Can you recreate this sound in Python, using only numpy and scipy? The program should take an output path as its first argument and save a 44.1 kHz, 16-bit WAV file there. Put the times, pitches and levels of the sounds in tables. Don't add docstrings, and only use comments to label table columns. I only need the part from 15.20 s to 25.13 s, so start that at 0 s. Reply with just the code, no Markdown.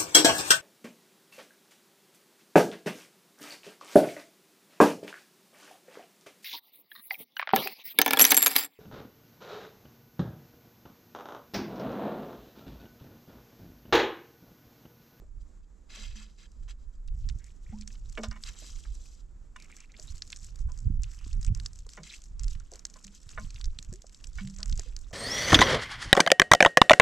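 import sys
import numpy as np
from scipy import signal
from scipy.fft import rfft, irfft, next_fast_len
from scipy.io import wavfile
from scipy.ndimage import uniform_filter1d

SR = 44100
rng = np.random.default_rng(int(sys.argv[2]) if len(sys.argv) > 2 else 0)


def elevation(decibels):
    levels = np.asarray(decibels, float)
    return 10 ** (levels / 20)


def transcribe(u):
    v = np.clip(np.atleast_2d(u).T, -1, 1)
    q = np.round(v * 32767).astype(np.int16)
    wavfile.write(sys.argv[1], SR, q)


N = 437913

# frequency_hz, level_db per Hz
IMPACT_SPECTRUM = [(1000, -19.5), (2700, -5), (4500, -1.5), (6500, -2.5), (7800, -0.5), (8500, -9.5),
                   (9200, -19.5), (10300, -13), (11200, -21.5), (12300, -16), (13500, -25.5), (15200, -71),
                   (16500, -80)]
# start_s, length_s, fine_patter_db, coarse_over_fine_db
HANDFULS = [(1.916, 0.17, -68, -12), (2.167, .13, -66.5, -13.5), (2.415, 0.175, -65, -11),
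            (2.65, 0.071, -65.5, -12.5), (2.825, 0.34, -63.5, -11.5), (3.198, .12, -56.5, -7),
            (3.361, .14, -55.5, -11.5), (3.52, 0.4, -62, -19.5), (4.349, 0.2576, -66, -2.5),
            (4.75, 0.074, -58, -8.5), (4.86, 0.37, -59.5, -14.5), (5.35, .06, -70, -9),
            (5.47, 0.051, -64.5, -10), (5.559, 0.043, -72.5, -20), (5.791, 0.36, -64.5, -7),
            (6.198, 0.078, -58.5, -5.5), (6.331, .14, -64, -8.5), (6.509, 0.076, -65.5, -15),
            (6.661, 0.085, -64, -9), (6.82, 0.14, -57, -17.5), (7.18, .14, -60.5, -9.5),
            (7.388, .04, -65, -7), (7.5, 0.119, -63, -7.5), (7.7, .35, -64, -12), (8.07, .38, -62.5, -8),
            (8.569, 0.19, -66, -11), (8.86, 0.21, -66.5, -14), (9.131, 0.18, -62.5, -10),
            (9.357, .26, -57.5, -7.5), (9.661, 0.23, -65.5, -11)]
LAND_S = 0.03
SEEP_START_S = 4.36


def at_hz(points, hz):
    points_hz, level = np.transpose(points)
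    return np.interp(np.log(np.maximum(hz, 1)), np.log(points_hz), level)


def rms_one(x):
    return x / np.sqrt(np.mean(x ** 2) + 1e-20)


def band(x, low_hz, high_hz, order=2):
    return signal.sosfilt(signal.butter(order, [low_hz, high_hz], "band", fs=SR, output="sos"), x)


def coloured(x, spectrum):
    size = next_fast_len(N)
    gain = elevation(at_hz(spectrum, np.fft.rfftfreq(size, 1 / SR)))
    return irfft(rfft(x, size) * gain, size)[..., :N]


def drift(rate_hz):
    r = np.exp(-2 * np.pi * rate_hz / SR)
    noise = rng.standard_normal(N + SR)
    return rms_one(signal.lfilter([1], [1, -2 * r, r * r], noise)[SR:])


def resonate(x, hz, width_hz):
    r = np.exp(-np.pi * width_hz / SR)
    return signal.lfilter([1, 0, -1], [1, -2 * r * np.cos(2 * np.pi * hz / SR), r * r], x)


def add(out, start_s, burst, peak_db):
    i = max(round(start_s * SR), 0)
    out[i:i + len(burst)] += (elevation(peak_db) * burst / np.abs(burst).max())[:N - i]


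def stretch(coarse):
    return np.interp(np.arange(N) / 64, np.arange(len(coarse)), coarse)


def grains(per_s, spread_db, low_hz, high_hz, cycles):
    sizes = elevation(spread_db * np.minimum(rng.exponential(1, (2, N)), 5))
    signed = sizes * rng.choice([-1, 1], (2, N))
    born = signed * (rng.random((2, N)) < per_s / SR)
    dealt = rng.integers(0, 14, (2, N))
    pitches = np.geomspace(low_hz, high_hz, 14)
    out = sum(resonate(born * (dealt == k) + 1e-18, hz, hz / cycles) for k, hz in enumerate(pitches))
    return out / np.sqrt(uniform_filter1d(out ** 2, size=8000) + 1e-12)


def open_air():
    # frequency_hz, level_db per Hz
    air_spectrum = [(90, -26), (150, 7), (340, -2), (700, -12.5), (1300, -12.5), (3000, -25.5),
                    (5500, -22.5), (7600, -15.5), (8500, -29.5), (9300, -32), (12500, -38), (14500, -44),
                    (16500, -87)]
    noise = rms_one(coloured(rng.standard_normal((2, N)), air_spectrum))
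    return elevation(-68 + 1.8 * drift(7)) * noise


def gusts():
    # peak_s, buffet_db, fade_s (time to fall by 10 dB), flutter_over_buffet_db
    gust_table = [(.16, -40.5, .12, -21), (.42, -44, 0.04, -24), (.9, -36, .1, -23.5),
                  (1.12, -46.5, 0.01, -16), (1.45, -36.5, 0.08, -18.5), (1.68, -42, 0.25, -30.5),
                  (1.92, -31.5, 0.1, -24), (2.08, -28.5, 0.08, -11), (2.5, -42.5, .2, -13),
                  (2.85, -38.5, 0.27, -16), (3.11, -33, 0.02, -5), (3.28, -41.5, 0.08, -11.5),
                  (3.57, -39, 0.1, -25), (3.72, -35, 0.1, -23), (4.1, -46, 0.4, -17.5),
                  (4.92, -42.5, 0.13, -12), (5.28, -44, 0.17, -11), (5.47, -27, .08, -14),
                  (5.68, -26.5, 0.0351, -3.5), (5.78, -24.5, 0.0725, -13.5), (6.16, -30.5, 0.12, -14),
                  (6.311, -25, 0.086, -7), (6.6, -41, 0.1, -20), (7.27, -28.5, 0.11, -16),
                  (8.25, -36, 0.1034, -10.5), (8.47, -24, .04, -22), (8.68, -38, .08, -12),
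                  (9.16, -35, 0.0875, -14), (9.52, -26, .08, -15), (9.76, -36.5, 0.1419, -24)]
    t = np.arange(0, N + 64, 64) / SR
    buffet, flutter = elevation(-54), elevation(-76)
    for peak_s, db, fade_s, flutter_db in gust_table:
        swell = elevation(db - 10 * np.abs(t - peak_s) / fade_s)
        buffet = np.hypot(buffet, swell)
        flutter = np.hypot(flutter, swell * elevation(flutter_db))
    return stretch(buffet), stretch(flutter)


def wind():
    # centre_s, peak_db, width_s
    eddies = [(2.5, -35.5, 0.0031), (3.089, -27, 0.00461), (4.91, -32.5, 0.0051), (5.671, -22, 0.0042),
              (5.703, -27, 0.00188), (6.066, -42, 0.0013), (6.139, -23.5, 0.0074), (6.282, -19, 0.00445),
              (6.324, -20, 0.0032), (7.36, -35, 0.0031), (8.07, -44, .003), (8.245, -38, .002),
              (8.352, -36, .004), (8.595, -44, .002), (9.525, -36, .002), (5.455, -26, .006),
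              (8.724, -35.5, 0.00205)]
    buffet_gain, flutter_gain = gusts()
    pan_db = -5.0 + 0.86 * drift(2.04)
    lumps, flutter = rng.standard_normal((2, 2, N + SR))
    lumps = band(band(lumps, 16, 48), 10, 60)[:, SR:]
    lumps /= np.sqrt(uniform_filter1d(lumps ** 2, size=9000))
    flutter = band(flutter, 55.0, 120.0, order=3)[:, SR:]
    flutter = flutter * (1 + .5 * lumps ** 2) * elevation(2.5 * drift(9))
    shared, own = buffet_gain * lumps + flutter_gain * rms_one(flutter)
    for centre_s, db, width_s in eddies:
        u = np.arange(-.04, .04, 1 / SR) / width_s
        add(shared, centre_s - .04, -u * np.exp(-u ** 2), db)
    left = elevation(pan_db / 2) * (shared + .25 * own)
    right = elevation(-pan_db / 2) * (shared - .25 * own)
    return np.array([left, right])


def brushes():
    # start_s,
    # length_s, level_db, lowest_hz
    strokes = [(0.194, .025, -72, 5500), (1.09, .08, -74, 4500), (1.28, .19, -78, 5000),
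               (1.42, .012, -68, 900), (2.7, .05, -66, 5500), (.425, 0.018, -77, 1000),
               (1.58, 0.065, -74.5, 4500), (1.72, .035, -74, 5500), (0.688, 0.051, -53.5, 1000),
               (0.739, 0.12, -48, 1160), (0.869, 0.075, -58.5, 1260), (0.945, 0.09, -53.5, 980),
               (1.036, 0.062, -65.5, 1000), (1.17, 0.09, -61, 1180), (1.476, 0.0336, -53.5, 900),
               (3.026, 0.022, -43.5, 2500), (3.247, 0.047, -47, 892), (3.356, 0.15, -55, 3300),
               (3.505, 0.226, -66.5, 3780), (3.717, 0.29, -66.5, 5550), (6.825, 0.14, -55.5, 1820),
               (7.914, 0.0664, -64, 4059), (9.167, 0.0543, -55.5, 2000), (9.574, 0.11, -60, 2520)]
    out, t = np.zeros((2, N)), np.arange(N) / SR
    scratch = coloured(grains(8000, 2.5, 900, 14000, 16), IMPACT_SPECTRUM) * elevation(1.5 * drift(40))
    for s, length, db, low_hz in strokes:
        i, j = round(s * SR), round((s + length + 0.15) * SR)
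        onset = np.clip((t[i:j] - s) / 0.01556, 0, 1)
        decay = elevation(-60 * np.maximum(t[i:j] - s - length, 0) / 0.06)
        out[:, i:j] += elevation(db) * onset * decay * rms_one(band(scratch[:, i:j], low_hz, 21000))
    return out


def jug_wall():
    # start_s, peak_db, contact_hz, t60_s
    knocks = [(.02, -51.5, 510, 0.14), (.77, -51.5, 545, 0.66), (1.481, -50.5, 1480, 0.19),
              (2.527, -52, 840, 0.05), (2.976, -27, 1735, 0.073), (2.979, -31.5, 614, 0.17),
              (3.036, -29, 1040, 0.12), (3.035, -35, 4300, 0.11), (3.114, -38.5, 1594, 0.17),
              (3.161, -43, 1490, 0.092), (3.419, -48, 450, 0.145), (3.652, -48.5, 1490, 0.11),
              (4.362, -38, 1950, 0.039), (4.793, -48, 535, 0.094), (5.485, -51.5, 970, 0.18),
              (6.666, -50, 613, 0.0208), (6.775, -37.5, 1570, 0.113), (6.78, -43, 640, 0.16),
              (7.523, -43, 564, 0.195), (7.76, -47, 1090, 0.084), (8.177, -27.5, 1200, 0.097),
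              (8.726, -41.5, 337, 0.104), (8.844, -44, 540.3, 0.035), (9.185, -33.5, 1810, 0.12),
              (9.392, -48.5, 1000, 0.35), (9.593, -41, 540, 0.04), (9.912, -47, 728, 0.13)]
    # mode_hz, width_hz, level_db
    modes = [(365, 200, -3), (450, 160, 11), (614, 35, 5), (776, 14, -17), (1028, 27, 3), (1200, 107, 5.5),
             (1450, 120, 7.5), (1815, 250, 8), (2230, 40, 8), (2880, 98, 10), (3600, 100, 14),
             (4300, 120, 12), (5050, 90, 14), (5600, 90, 16)]
    out, t = np.zeros(N), np.arange(SR // 3) / SR
    for s, db, hz, t60 in knocks:
        shake = band(rng.standard_normal(len(t)), 0.5 * hz, 1.48 * hz, order=3)
        shake = shake * elevation(-60 * t / max(0.75 * t60, .02)) * np.minimum(t / 0.0018, 1)
        wall = sum(resonate(shake, mode_hz, width) * np.sqrt(width) * elevation(mode_db)
                   for mode_hz, width, mode_db in modes)
        add(out, s - .002, .5 * rms_one(shake) + rms_one(wall), db)
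    return out


def jug_air():
    # start_s, peak_db, pitch_hz, t60_s, bend_hz
    hums = [(0.781, -52.5, 208, 0.27, 5.0), (0.952, -49.5, 218, 0.39, -5.0), (2.52, -35, 218, 0.5, -9.0),
            (2.523, -51, 640, .1, 400.0), (8.18, -47, 1044, .12, 5.0), (5.483, -55, 1020, .1, -40.0),
            (2.982, -36, 226, 0.52, -7.0), (6.778, -52, 197.3, 0.39, -5.0), (6.791, -46.5, 153, 0.163, 4.0),
            (7.848, -48, 193.7, 0.22, 5.0), (8.19, -46, 215, 0.15, -3.0), (9.209, -33.5, 198, 0.52, -4.0),
            (9.39, -48, 195, .4, 5.0), (9.655, -54, 490, .07, 10.0), (9.242, -35, 105, 0.2, 55.0),
            (8.73, -48, 320, .14, 100.0)]
    out, t = np.zeros(N), np.arange(SR // 3) / SR
    for s, db, hz, t60, bend_hz in hums:
        slosh = rms_one(band(rng.standard_normal(len(t)), 0.03 * hz, 0.13 * hz))
        pitch_hz = hz * (1 + .012 * slosh) + bend_hz * (1 - np.exp(-t / 0.025))
        tone = np.sin(2 * np.pi * np.cumsum(pitch_hz) / SR) * elevation(1.6 * slosh[::-1])
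        envelope = np.sqrt(1 - 3 * t) * elevation(-60 * t / t60) * (1 - np.exp(-t / .015))
        add(out, s, tone * envelope, db)
    return out


def gurgles():
    # start_s, length_s, level_db, pitch_hz
    strings = [(2.193, 0.056, -68, 1900), (2.24, 0.046, -70, 2060), (2.46, 0.085, -67, 2130),
               (4.384, 0.073, -60, 2270), (4.5, 0.035, -59, 2268), (4.565, 0.085, -61, 2340),
               (4.74, 0.01, -58.5, 2200), (4.878, 0.02, -55.5, 3886), (4.946, 0.0172, -63.5, 4390),
               (5.974, 0.088, -67, 2640), (6.107, 0.0078, -64, 2805), (6.273, 0.0111, -59, 2463),
               (6.863, .015, -56, 2350), (6.892, .015, -51, 3600), (6.906, .025, -53, 2211),
               (6.934, 0.007, -46.5, 2530), (8.23, 0.0105, -61, 4550), (8.243, 0.008, -61, 3190),
               (4.692, .02, -67, 2200)]
    fizz_tail_s = .015
    out, t = np.zeros(N), np.arange(500) / SR
    for s, length, db, hz in strings:
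        for at, size, strength in rng.random((16, 3))[:3 + round(length * 170)]:
            cycles = np.cumsum(hz * (.85 + .3 * size + 8 * t)) / SR
            ring = np.sin(2 * np.pi * cycles) * t * np.exp(-t / .0011)
            add(out, s + at * length, ring, db + 8.5 - 12 * strength)
        span = round((length + fizz_tail_s) * SR)
        fizz = rng.standard_normal(8000)[:span] ** 3 * np.hanning(span) ** .6
        fizz = resonate(resonate(fizz, hz, 1300), hz, 1300)
        add(out, s - fizz_tail_s / 4, fizz, db + 6)
    return out


def handfuls():
    t = np.arange(0, N + 64, 64) / SR
    fine, coarse = (t > SEEP_START_S) * elevation([[-75], [-80.5]])
    for s, length, db, coarse_db in HANDFULS:
        drain_db = 123 * np.maximum(t - s - length, 0)
        fall = np.clip((t - s) / LAND_S, 0, 1) * elevation(db - drain_db)
        fine = np.hypot(fine, fall)
        coarse = np.hypot(coarse, fall * elevation(coarse_db))
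    return stretch(fine), stretch(coarse)


def spray():
    fine_gain, coarse_gain = handfuls()
    clumps = 1.3 * drift(16)
    top = grains(2500, 3.5, 5500, 14000, 9) * elevation(2.5 * clumps + 2.5 * drift(25))
    middle = grains(900, 4.0, 2500, 5500, 9) * elevation(2.5 * clumps + 3.5 * drift(25))
    coarse = grains(600, 3.5, 1100, 3300, 4.0) * elevation(1.5 * clumps + 2.5 * drift(25))
    return rms_one(coloured(top + 0.36 * middle, IMPACT_SPECTRUM)) * fine_gain + coarse * coarse_gain


def all_drops():
    # start_s, peak_db, bubble_hz
    heavy = [(2.0898, -33.5, 5010), (2.6768, -33, 6370), (2.979, -33, 2270), (3.0357, -30.5, 6790),
             (1.885, -54, 1900), (2.098, -42, 2600), (2.1, -47, 1400), (2.622, -50, 2900),
             (2.705, -52, 2100), (2.755, -56, 2700), (5.842, -45, 2700), (6.045, -52, 3000),
             (7.352, -50, 2100), (7.405, -50, 1400), (7.88, -48, 2500), (9.25, -52, 1800),
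             (9.043, -42, 2700), (8.305, -48, 2400), (3.238, -28.5, 5030), (9.2743, -40.5, 3920),
             (5.022, -23.5, 5007), (5.1221, -35.5, 7280), (5.1291, -27.5, 2220), (5.835, -30.5, 6750),
             (6.2486, -30, 7380), (6.266, -35.5, 7400), (6.3497, -32, 6655), (6.4, -33.5, 4550),
             (6.4614, -23.5, 5140), (6.692, -38.5, 5020), (7.196, -36, 6450), (7.235, -32, 7620),
             (7.2824, -35, 5800), (7.653, -20.5, 6370), (8.092, -38.5, 4840), (8.361, -42, 2960),
             (8.413, -34.5, 4500), (8.444, -34, 4800), (8.5887, -29, 3980), (9.4308, -21, 5210),
             (9.5268, -31.5, 4220), (9.5767, -32, 7320), (9.5959, -24, 6940), (9.7657, -30, 6240)]
    # start_s, peak_db
    droplets = [(1.8776, -49.5), (2.612, -39.5), (3.113, -38), (4.5672, -38.5), (9.3639, -42),
                (4.7982, -38.5), (5.1032, -36.5), (5.1624, -38), (5.246, -39), (5.359, -44), (5.391, -46.5),
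                (8.947, -43.5), (6.0795, -44), (6.23, -37.5), (6.7353, -40), (7.2436, -37.5), (7.313, -46),
                (7.5373, -39), (7.5576, -38), (7.594, -39), (7.741, -42.5), (7.8437, -38.5),
                (8.3062, -41.5), (8.457, -35.5), (8.6276, -36.5), (8.7282, -36.5), (8.7387, -39),
                (9.043, -37), (9.405, -43), (9.459, -33), (6.533, -44), (6.453, -45), (6.667, -47),
                (7.668, -44), (5.172, -42), (4.72, -53), (5.604, -50), (7.04, -47), (6.215, -44)]
    # start_s, peak_db, bubble_hz
    more_drops = [(1.3185, -55, 7420), (2.2433, -43, 7020), (2.5869, -54, 5410), (2.8976, -44, 6880),
                  (2.9268, -44, 6220), (2.9532, -47, 3870), (3.0861, -43, 7460), (3.2734, -37, 5860),
                  (3.3905, -40, 6970), (3.7532, -43, 7400), (4.3647, -47, 7660), (4.4015, -46, 5520),
                  (4.4239, -42, 5660), (4.517, -45, 7470), (4.6046, -39, 6100), (4.7676, -46, 4030),
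                  (4.8736, -45, 7680), (4.9227, -43, 6490), (4.981, -40, 7080), (5.077, -43, 6570),
                  (5.2314, -44, 6650), (5.5198, -44, 6920), (5.5769, -44, 6720), (5.5895, -43, 6990),
                  (5.8215, -47, 7250), (5.9167, -44, 6190), (5.9465, -45, 7730), (5.9899, -45, 6020),
                  (6.0482, -51, 5180), (6.1307, -40, 5440), (6.3748, -44, 7330), (6.5583, -45, 7060),
                  (6.5899, -40, 7300), (6.771, -45, 7770), (6.8345, -36, 5970), (7.0196, -40, 6590),
                  (7.4003, -44, 6710), (7.5177, -40, 7560), (7.7003, -45, 6520), (7.8473, -34, 6280),
                  (7.8688, -38, 7450), (8.032, -47, 6620), (8.1983, -40, 7450), (8.3451, -44, 5610),
                  (8.3976, -54, 6410), (8.6483, -43, 7020), (8.759, -45, 6810), (8.8202, -41, 6460),
                  (8.8681, -45, 6350), (8.8959, -45, 5820), (9.0716, -40, 7050), (9.1771, -44, 6970),
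                  (9.2999, -41, 6320), (9.3421, -51, 5220), (9.3866, -39, 6180), (9.4802, -39, 7390),
                  (9.4969, -33, 6050), (9.5154, -42, 6810), (9.5573, -44, 6810), (9.7903, -43, 7290)]
    light = [(s, db) for s, db in droplets]
    for s, length, db, _ in HANDFULS:
        strays = round(length / 0.12) * (s >= SEEP_START_S - LAND_S)
        for at, size in rng.random((12, 2))[:strays]:
            light.append((s + at * length, db + 9.5 + 3.5 * (2 * size - 1)))
    light_hz = 6785 + 725 * np.clip(rng.standard_normal(500), -2.5, 1.4)
    pitched = [(s, db, hz) for (s, db), hz in zip(light, light_hz)]
    more_pitched = [(s, db - 2.5, hz) for s, db, hz in more_drops]
    return list(heavy) + pitched + more_pitched


def drops():
    smack, thud, t = np.zeros(N), np.zeros(N), np.arange(1500) / SR
    crack_and_splash = elevation(-60 * t / .012) + .12 * elevation(-60 * t / .045)
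    splashes = rng.standard_normal((300, 1500)) * crack_and_splash * np.minimum(t / .002, 1)
    dull_splashes = band(splashes, 1400, 3700)
    rise = 1 - np.exp(-t / 0.0009)
    swell = (t / .0007) ** 2 * np.exp(-t / 0.00049)
    for (s, db, hz), splash, dull, patch in zip(all_drops(), splashes, dull_splashes, rng.random(300)):
        bubble = np.sin(2 * np.pi * np.cumsum(hz * (0.33 + 0.82 * rise)) / SR) * swell
        add(smack, s - .0011, bubble, db - 3.0)
        clean_db = 0.4 * (db + 33.0)
        splash = band(splash, (0.4 + .45 * patch) * hz, (1.17 + 1.4 * (1 - patch)) * hz)
        add(smack, s - .002, splash, db - 1.5 - clean_db)
        add(thud, s - .002, dull, db - 6.5 - 0.88 * hz / 1000 - max(clean_db, 0))
    level = np.sqrt(np.mean(band(smack, 1500, 15000) ** 2))
    return rms_one(coloured(smack, IMPACT_SPECTRUM)) * level + thud


def spread(mid, side):
    # frequency_hz, likeness (0 to 1)
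    likeness = [(200, 0.66), (1000, 0.56), (5000, 0.89), (9000, 0.935), (13000, 0.22)]
    # frequency_hz, balance_db
    balance = [(300, -8), (1500, -3), (5000, 1.5), (9000, 1), (13000, 6.5)]
    size = next_fast_len(N)
    hz = np.fft.rfftfreq(size, 1 / SR)
    alike = np.clip(at_hz(likeness, hz), 0, 1)
    tilt = elevation(at_hz(balance, hz) / 2)
    mid = rfft(mid, size) * np.sqrt((1 + alike) / 2)
    side = rfft(side, size) * np.sqrt((1 - alike) / 2)
    return irfft(np.array([(mid + side) * tilt, (mid - side) / tilt]), size)[:, :N]


def scene():
    near = drops() + gurgles() + jug_wall() + jug_air()
    duck = np.maximum(gusts()[0] / elevation(-37.5), 1) ** -0.45
    mid, side = (spray() + open_air()) * duck + brushes()
    off_ground = np.roll(near, round(.00012 * SR))
    return wind() + spread(mid + near, side + 0.76 * off_ground)


def top_cut(x):
    return signal.sosfilt(signal.butter(12, 15100, fs=SR, output="sos"), x)


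def record(dry):
    return top_cut(dry)


dry = scene()
out = record(dry)
transcribe(out)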